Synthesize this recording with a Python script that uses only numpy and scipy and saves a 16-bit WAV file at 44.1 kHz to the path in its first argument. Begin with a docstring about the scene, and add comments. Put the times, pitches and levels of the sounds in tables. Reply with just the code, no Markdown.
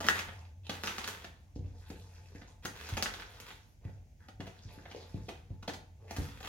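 """A wire whisk works thick batter in a plastic bowl, in a bare kitchen over a low, wavering hum.
First the wires tap and scrape the wall in a flurry, with one hard knock on the rim. Air pockets then
squelch open in the batter, and near 1.6 s the bowl thuds on the table. A second flurry comes near 3 s.
Lighter taps, sticky smacks and more thuds follow, until a last scrape at 6.4 s.
The room reverberates after every blow."""
import sys
import numpy as np
from scipy import signal
from scipy.fft import rfft, irfft
from scipy.io import wavfile
from scipy.ndimage import uniform_filter1d

SR = 44100
rng = np.random.default_rng(int(sys.argv[2]) if len(sys.argv) > 2 else 0)


def output_pcm(signal):
    """Save a mono or channel-first signal as 16-bit PCM at the path in sys.argv[1].

    Samples are clipped to [-1, 1] before scaling.
    """
    pcm = np.clip(np.atleast_2d(signal).T, -1, 1) * 32767
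    wavfile.write(sys.argv[1], SR, np.round(pcm).astype(np.int16))


N = 285768
TIME = np.arange(N) / SR
FREQS = np.fft.rfftfreq(8192, 1 / SR)

# room noise: (frequency [Hz], relative level [dB])
AIR_SPECTRUM = [(25, -17.5), (42, 13), (65, 10.5), (100, 8.5), (140, 2), (250, -6), (400, -18), (800, -18),
                (1100, -36.5), (2200, -27), (4000, -34), (6500, -27.5), (8000, -38), (16000, -39)]
# envelope of the hum: (time [s], level [dB])
HUM_LEVELS = [(0, -50), (.72, -50.5), (1.26, -60), (1.9, -50.5), (2.35, -56), (2.55, -64.5), (2.85, -51),
              (3.05, -62.5), (4.05, -70.5), (4.45, -51), (4.7, -70), (5.1, -53), (5.85, -64.5),
              (6.23, -46.5), (6.48, -56.5)]
# reverberation time: (frequency [Hz], t60 [s])
ROOM_T60 = [(60, 1), (200, 0.38), (600, 0.53), (2000, 0.46), (6000, 0.4), (15000, 0.34)]
# starting spectrum of the echoes: (frequency [Hz], relative level [dB])
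ECHO_SPECTRUM = [(100, -0.5), (400, -0.5), (3000, -3), (5500, -5), (8000, 3.5), (15000, -3.5)]
# width of the diffuse field: (frequency [Hz], side over mid [dB])
DIFFUSE_WIDTH = [(60, -13.5), (170, -13), (350, -9.5), (700, -4), (1500, 2), (5000, -3), (15000, 1.5)]
# channel balance: (frequency [Hz], left over right [dB])
BALANCE = [(200, 0.15), (1500, -0.8), (4000, -1), (9000, 2.5), (15000, 3.5)]
# hollow resonances of the bowl: (frequency [Hz], width [Hz], boost [dB])
BOWL_MODES = [(208, 39, 1.5), (277, 12, 5.5), (473, 32, 7), (730, 140, 6.5), (870.4, 89, 10.5)]
# hard clack of the knock, then faint tones lingering in the room:
# (frequency [Hz], relative level [dB], t60 [s])
KNOCK_PARTIALS = [(1406, -5.5, 0.0074), (1690, -7, 0.011), (2850, -1.5, 0.0036), (5500, -3, 0.0025),
                  (1440, -27, 0.31), (1474, -32, .2), (1655, -29.5, .2), (1660, -30.5, 0.31),
                  (1860, -27, 0.28), (1958, -38.5, 0.3)]
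# base spectrum of each source: (frequency [Hz], relative level [dB])
THUD_SPECTRUM = [(25, -46.5), (45, 2), (90, -0.5), (125, -0.5), (165, 0), (280, -6), (480, -7.5),
                 (800, -27), (1300, -42.5), (4000, -31), (16000, -84)]
SQUELCH_SPECTRUM = [(100, -1.5), (220, 0.5), (500, 2.5), (1100, -2), (2200, -4), (3200, -4.5), (4700, -2),
                    (6800, -7), (8000, -18), (11500, -14.5), (16000, -29.5)]
SCRAPE_SPECTRUM = [(100, -19), (200, -7), (450, -1.5), (800, -12), (1050, -2), (1450, 0), (2400, -2),
                   (3600, -2.5), (4500, -6), (6700, -11.5), (8000, -21), (12000, -19), (16000, -20.5)]
TAP_SPECTRUM = [(60, -18), (200, 8), (500, -4), (1000, -8), (1500, -4.5), (2500, -5.5), (3700, -6),
                (4900, -5), (6500, -7), (8000, -18), (12000, -15), (16000, -18)]
# bowl bumping the table: (time [s], relative level [dB], slap [dB])
BOWL_THUDS = [(0.269, -38.5, -35), (0.694, -40.5, -5), (1.561, -31.5, -14), (1.593, -33, -18),
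              (1.647, -35.5, -22), (1.903, -42.5, 4.5), (2.351, -43, -8.5), (2.65, -40.5, -5.5),
              (2.924, -27.5, -27.5), (2.969, -50, 19), (3.852, -30.5, -24), (4.399, -35, -10.5),
              (4.653, -36.5, -28), (4.778, -48.5, 2), (4.948, -49, 23), (5.144, -29.5, -14),
              (5.284, -48.5, 17.5), (5.505, -31, -24.5), (5.685, -38.5, -2), (6.185, -25.5, -14.5),
              (6.199, -32.5, -14.5)]
# whisk strokes: squelching batter, and a high scraping fizz near 0.8 s:
# (start [s], length [s], relative level [dB], tilt about 5 kHz [dB/octave])
WHISK_STROKES = [(0.246, 0.093, -62.5, -2), (0.367, 0.067, -66.5, -1.5), (0.792, 0.059, -43.5, 3.5),
                 (1.12, 0.37, -78.5, -1), (1.584, 0.12, -72.5, -2.5), (1.724, 0.26, -62.5, 1),
                 (1.971, 0.53, -64.5, -.5), (2.762, 0.14, -52.5, 1), (2.942, 0.4, -62, -1.5),
                 (3.4, 0.25, -67.5, 4), (3.807, 0.072, -67.5, -5), (3.981, 0.14, -85, 2),
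                 (4.392, 0.32, -69, -3), (4.658, 0.63, -64, -1), (5.458, 0.047, -79.5, -7.5),
                 (5.97, .12, -83, -8.5), (6.11, 0.12, -52.5, 4)]
# batter peeling off the wires: (time [s], level [dB], cavity pitch [Hz], length [s])
BATTER_SMACKS = [(0.628, -63.5, 3070, 0.045), (0.666, -51, 3320, 0.0044), (1.55, -62.5, 5500, 0.015),
                 (2.342, -60.5, 1930, 0.021), (2.474, -63, 6540, 0.009), (3.841, -64.5, 2114, 0.013),
                 (4.189, -68.5, 1590, 0.054), (4.62, -70.5, 4600, 0.12), (4.94, -64.5, 4000, 0.098),
                 (6.065, -58, 2160, 0.068)]
# wires dragged along the wall: (start [s], length [s], relative level [dB])
WALL_STROKES = [(0, 0.18, -45), (0.691, 0.041, -49), (0.836, 0.27, -49.5), (1.16, 0.051, -62),
                (2.619, 0.018, -49), (2.729, 0.45, -54.5), (3.277, 0.23, -62), (3.43, 0.06, -65.5),
                (4.385, 0.092, -62.5), (4.916, 0.11, -66), (5.278, 0.028, -61.5), (6.11, 0.27, -59),
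                (6.419, 0.057, -46.5)]
# wires striking the wall:
# (time [s], relative level [dB], flatness [0 one tip, 1 whole whisk], tick [dB], wire ring [Hz])
WIRE_TAPS = [(0.004, -17, 0.83, -5.5, 1330), (0.0423, -18, 0.78, -8, 1830), (0.066, -13, 0.5, -5, 1550),
             (0.086, -10.5, 0.8, -1, 2980), (0.098, -6, 0, -24, 1620), (0.1913, -10, 0, -9.5, 2200),
             (0.2854, -20, 0.53, -30, 1850), (0.6944, -11.5, 0.77, -9, 3600), (0.8359, -11, 0.47, -9, 1430),
             (0.8729, -9, 0, -11, 2860), (0.8787, -12, 0.03, -37, 1390), (0.9824, -12.5, 0.37, -9.5, 1120),
             (1.0428, -14.5, 0.13, -9.5, 4150), (1.0764, -13.5, 0.22, -3.5, 1540),
             (1.2442, -20.5, 0.56, -12, 1590), (1.9001, -27.5, 1, -6, 1875),
             (2.415, -31.5, 0.84, -12, 1530), (2.6516, -15.5, 0.72, -2, 1570),
             (2.8894, -22, 0.52, -3.5, 1330), (2.9694, -10, 0.79, -8.5, 1940),
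             (3.0248, -5.5, 0.29, -5.5, 4760), (3.0582, -8, 0.2, -32, 1570), (3.139, -17, 0.2, -10, 3650),
             (3.1984, -21, 0.25, -16, 1590), (3.2215, -20, 0, -20, 1520), (3.4011, -25.5, 0.32, -2, 2650),
             (3.505, -23, 0.35, -24, 3620), (4.284, -30, 0.9, -9.5, 1350),
             (4.4039, -23.5, 0.88, -11.5, 1820), (4.4679, -26.5, 1, -10, 2600),
             (4.8536, -28.5, 0.84, -22, 1540), (4.9135, -24.5, 0.7, -12, 2620),
             (5.2862, -19.5, 0.8, -9.5, 2570), (5.6255, -29, 0.93, -9, 1110),
             (5.6773, -15, 0.8, -10.5, 4060), (5.692, -17.5, 0.67, -9.5, 1860),
             (5.736, -22.5, 0.62, -5.5, 4120), (6.1076, -21.5, 0.93, -4.5, 2030),
             (6.1647, -18.5, 0.61, -4, 1520), (6.4042, -27, 0.76, -6, 1860), (6.4349, -27, 0.86, -13, 1550)]


def amp(db):
    """Decibels to amplitude ratio."""
    return 10 ** (np.asarray(db) / 20)


def unit(x):
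    """Normalisation to an rms of one."""
    return x / np.sqrt(np.mean(x ** 2) + 1e-20)


def curve_at(points, hz):
    """Interpolation along a log-frequency axis."""
    freqs, values = np.transpose(points)
    return np.interp(np.log(hz + 1), np.log(freqs + 1), values)


def bump(hz, octaves):
    """A Gaussian peak of height one in log frequency."""
    return np.exp(-(np.log2((FREQS + 1) / hz) / octaves) ** 2)


def resonance(hz, width_hz):
    """A Lorentzian peak of height one."""
    return 1 / (1 + (2 * (FREQS - hz) / width_hz) ** 2)


def add(mix, start_s, sound):
    """Superposition of a sound on the mix."""
    part = mix[max(round(start_s * SR), 0):][:len(sound)]
    part += sound[:len(part)]


def shaped(x, points):
    """Zero-phase filtering by (frequency [Hz], gain [dB]) points."""
    gain = amp(curve_at(points, np.fft.rfftfreq(len(x), 1 / SR)))
    return irfft(rfft(x) * gain, len(x))


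def drift(hz):
    """Slow random modulation: smoothed noise of unit rms."""
    knots = uniform_filter1d(rng.standard_normal(8000), size=3)
    return unit(np.interp(TIME * hz * 4, np.arange(len(knots)), knots))


def impulses(samples, per_s):
    """A Poisson process of impulses with Gaussian sizes."""
    return rng.standard_normal(samples) * (rng.random(samples) < per_s / SR)


def grains(per_s, spread_db=3):
    """Heavy-tailed shot noise: many small impulses, a few large."""
    size = amp(spread_db * np.minimum(rng.exponential(1, N), 4))
    return unit(size * impulses(N, per_s))


def stroke(start, length, attack_s, release_db_per_s):
    """The envelope of a push of the hand: linear rise, hold, exponential decay."""
    t = TIME - start
    return np.clip(t / attack_s, 0, 1) * amp(-release_db_per_s * np.maximum(t - length, 0))


def diffuse(mid, side):
    """A diffuse field is coherent at two ears in the bass and much less so in the treble."""
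    side = shaped(side, DIFFUSE_WIDTH)
    return np.array([mid + side, mid - side])


def air(level_db=-59):
    """Diffuse noise: the steady rumble and faint hiss of the room."""
    mid, side = (shaped(rng.standard_normal(N), AIR_SPECTRUM) for _ in range(2))
    return amp(level_db) * unit(diffuse(mid, side))


def hum(hz=88, waver_hz=7, flutter_db=-0.5):
    """Random frequency and amplitude modulation make a low tone waver."""
    cycles = np.cumsum(hz + waver_hz * drift(hz=14)) / SR
    tone = np.sin(2 * np.pi * cycles) * amp(flutter_db * drift(hz=21.7))
    return amp(np.interp(TIME, *np.transpose(HUM_LEVELS))) * unit(tone)


def reflections(early, early_s):
    """Reverberation: dense early echoes off bowl and table, then exponential decay band by band."""
    hz = np.fft.rfftfreq(256, 1 / SR)[:, None]
    frame_s = np.arange(260) * 128 / SR
    phases = np.exp(2j * np.pi * rng.random((len(hz), len(frame_s))))
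    decay = amp(curve_at(ECHO_SPECTRUM, hz) - 60 * frame_s / curve_at(ROOM_T60, hz))
    tail = signal.istft(phases * decay, nperseg=256)[1]
    t = np.arange(len(tail)) / SR
    tail *= (1 + early * np.exp(-t / early_s)) * np.minimum(t / 0.0005, 1)
    return tail / np.linalg.norm(tail)


def kitchen(x, wet_db, early, early_s, places, circles_per_s=2.4):
    """Echoes depend on source position, so they crossfade as the whisk circles the bowl."""
    out = np.array([x, np.r_[np.zeros(3), x[:-3]]])  # direct sound reaches the left first
    position = TIME * circles_per_s * places
    for k in range(places):
        weight = np.sqrt(np.maximum(1 - abs((position - k) % places - 1), 0))
        echoes = diffuse(reflections(early, early_s), reflections(early, early_s))
        out += amp(wet_db) * signal.fftconvolve((x * weight)[None], echoes, axes=1)[:, :N]
    return out


def bowl_response(spectrum_db, low_hz, high_hz, detune=1):
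    """Minimum-phase impulse response of a spectrum plus the bowl's modes, of unit energy in a band."""
    modes_db = sum(db * resonance(hz * detune, width) for hz, width, db in BOWL_MODES)
    gain = amp(spectrum_db + modes_db)
    gain /= np.sqrt(np.mean(gain ** 2 * (FREQS > low_hz) * (FREQS < high_hz)))
    # folding the cepstrum makes the response causal
    cepstrum = irfft(np.log(gain + 1e-9))
    cepstrum[1:len(FREQS) - 1] *= 2
    cepstrum[len(FREQS):] = 0
    return irfft(np.exp(rfft(cepstrum)))[:len(FREQS)]


def thuds(gain_db=20, slap_limit_db=11.5):
    """Impact excites resonance: batter slumps, the bowl bumps and the table booms briefly."""
    out = np.zeros(N)
    table_db = 9 * resonance(hz=92, width_hz=18)
    for start, db, slap in BOWL_THUDS:
        plop = 6 + 0.68 * min(slap, slap_limit_db)  # a sharper slap also plops more
        tone_db = curve_at([(110, 0.038), (170, plop), (270, plop), (420, slap + 3)], FREQS)
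        thud = bowl_response(curve_at(THUD_SPECTRUM, FREQS) + table_db + tone_db, 60, 250)
        add(out, start, amp(db + gain_db) * thud)
    return out


def squelch_and_fizz(gain_db=-6, clump_db=4.5, settling_db=-102):
    """Shot noise in bands: air pockets of many sizes pop in the batter; near 0.8 s, a scraping fizz."""
    out = np.zeros(N)
    pushes = [(stroke(start, length, attack_s=0.085, release_db_per_s=172), db, tilt)
              for start, length, db, tilt in WHISK_STROKES]
    for hz in np.geomspace(450, 13000, 9):
        band_db = 22 * (bump(hz, octaves=0.6) - 1)
        pop = bowl_response(curve_at(SQUELCH_SPECTRUM, FREQS) + band_db, hz / 1.25, hz * 1.25)
        octaves = np.log2(hz / 5000)
        stirring = amp(settling_db) + sum(push * amp(db + tilt * octaves) for push, db, tilt in pushes)
        crackle = grains(per_s=580) * unit(amp(clump_db * drift(hz=19)))
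        band_gain = 2 ** (octaves / 2) * amp(curve_at(SQUELCH_SPECTRUM, hz))  # higher bands are wider
        out += signal.oaconvolve(crackle * stirring * band_gain, pop)[:N]
    return amp(gain_db) * out


def smacks(cavity_db=15):
    """Film rupture: batter tears in a swelling run of pops that excite one small cavity."""
    out, t = np.zeros(N), np.arange(SR // 4) / SR
    for start, db, hz, length in BATTER_SMACKS:
        tears = unit(impulses(len(t), per_s=1800))
        swell = (1.5 * t / length * np.exp(1 - 1.5 * t / length)) ** 2
        spectrum_db = curve_at(SQUELCH_SPECTRUM, FREQS) + cavity_db * bump(hz, octaves=0.5)
        pop = bowl_response(spectrum_db, 0, SR)
        add(out, start, amp(db) * signal.fftconvolve(tears * swell, pop))
    return out


def scrape(gain_db=-3, catch_db=3, ring_db=5, wires=5):
    """Stick-slip friction: each wire catches on the plastic in clumps and rings at its own pitch."""
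    out = np.zeros(N)
    pressure = sum(amp(db) * stroke(start, length, attack_s=0.038, release_db_per_s=134)
                   for start, length, db in WALL_STROKES)
    for hz in np.geomspace(900, 5000, wires):
        slips = grains(per_s=300) * unit(amp(catch_db * drift(hz=40.87)))
        spectrum_db = curve_at(SCRAPE_SPECTRUM, FREQS) + ring_db * bump(hz, octaves=0.12)
        click = bowl_response(spectrum_db, 1000, 4000, detune=rng.uniform(0.94, 1.06))
        out += signal.oaconvolve(slips * pressure, click)[:N]
    return amp(gain_db) * out / np.sqrt(wires)


def rim_knock(start_s=0.086, gain_db=-3.5, cutoff_hz=1100):
    """Damped sinusoids: the hard clack of the knock and faint tones lingering in the room after it."""
    out, t = np.zeros(N), np.arange(SR // 3) / SR
    tones = sum(amp(db - 60 * t / t60) * np.sin(2 * np.pi * hz * t) for hz, db, t60 in KNOCK_PARTIALS)
    onset = 1 - np.exp(-t / 0.0002)
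    # the knock carries little bass
    high_pass = signal.butter(2, cutoff_hz, "high", fs=SR, output="sos")
    add(out, start_s, amp(gain_db) * signal.sosfilt(high_pass, tones * onset))
    return out


def taps(gain_db=-2.5, ring_db=5, travel_s=0.00092, chatter_s=0.0069, echo_s=0.005, echo_db=-5):
    """Impact and echo: one wire strikes the wall while its neighbours chatter, and a near surface throws the
    click back about 5 ms later."""
    out, t = np.zeros(N), np.arange(SR // 16) / SR
    # dispersion: bending waves carry treble ahead of bass along the wire, smearing the click
    landing = unit(irfft(np.exp(-4j * np.pi * travel_s * np.sqrt(FREQS * 1000)))[:len(t)])
    for start, db, flatness, tick, hz in WIRE_TAPS:
        # a flatter landing sounds more of the bowl and sets more wires chattering
        body = np.interp(flatness, [0, 1], [-11, 8])
        chatter = np.interp(flatness ** 3, [0, 1], [0.12, 4.1])
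        rattle = impulses(len(t), per_s=1600) * t * np.exp(-2 * t / chatter_s)
        force = landing + chatter * unit(shaped(rattle, [(3000, 0.0034), (10000, -3)]))
        add(force, echo_s * rng.uniform(0.85, 1.15), amp(echo_db) * landing)
        force /= np.linalg.norm(force)
        # a wire coated in batter has a weak tick and loses its very top most
        tone = [(200, body - 6), (450, body), (750, body), (1200, 0), (3600, 0.0047),
                (6500, tick + 6), (14000, 1.6 * tick + 6)]
        wire_db = curve_at(tone, FREQS) + ring_db * bump(hz, octaves=0.36)
        detune = 1 + 0.016 * rng.uniform(-1, 1)  # grip and batter load shift the bowl's modes
        click = bowl_response(curve_at(TAP_SPECTRUM, FREQS) + wire_db, 1000, 4500, detune)
        add(out, start, amp(db + gain_db) * signal.fftconvolve(force, click))
    return out


def scene():
    """Superposition: whisk, batter and bowl with their echoes, over the hum and room noise."""
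    tapping = kitchen(taps(), wet_db=0, early=1.3, early_s=0.039, places=5)
    whisking = scrape() + squelch_and_fizz() + smacks()
    stirring = kitchen(whisking, wet_db=0, early=0.93, early_s=0.045, places=3)
    thudding = kitchen(thuds(), wet_db=2, early=0.86, early_s=0.056, places=3)
    clack = kitchen(rim_knock(), wet_db=-5.5, early=4.3, early_s=0.014, places=2)
    return tapping + stirring + thudding + clack + hum() + air()


def record(dry, cutoff_hz=16050):
    """Linear filtering: two microphones of slightly unequal colour, then a band limit."""
    left = shaped(dry[0], [(hz, db / 2) for hz, db in BALANCE])
    right = shaped(dry[1], [(hz, -db / 2) for hz, db in BALANCE])
    low_pass = signal.firwin(511, cutoff_hz, window=("kaiser", 9), fs=SR)
    return signal.oaconvolve(np.array([left, right]), low_pass[None], "same", axes=1)


dry = scene()
out = record(dry)
output_pcm(out)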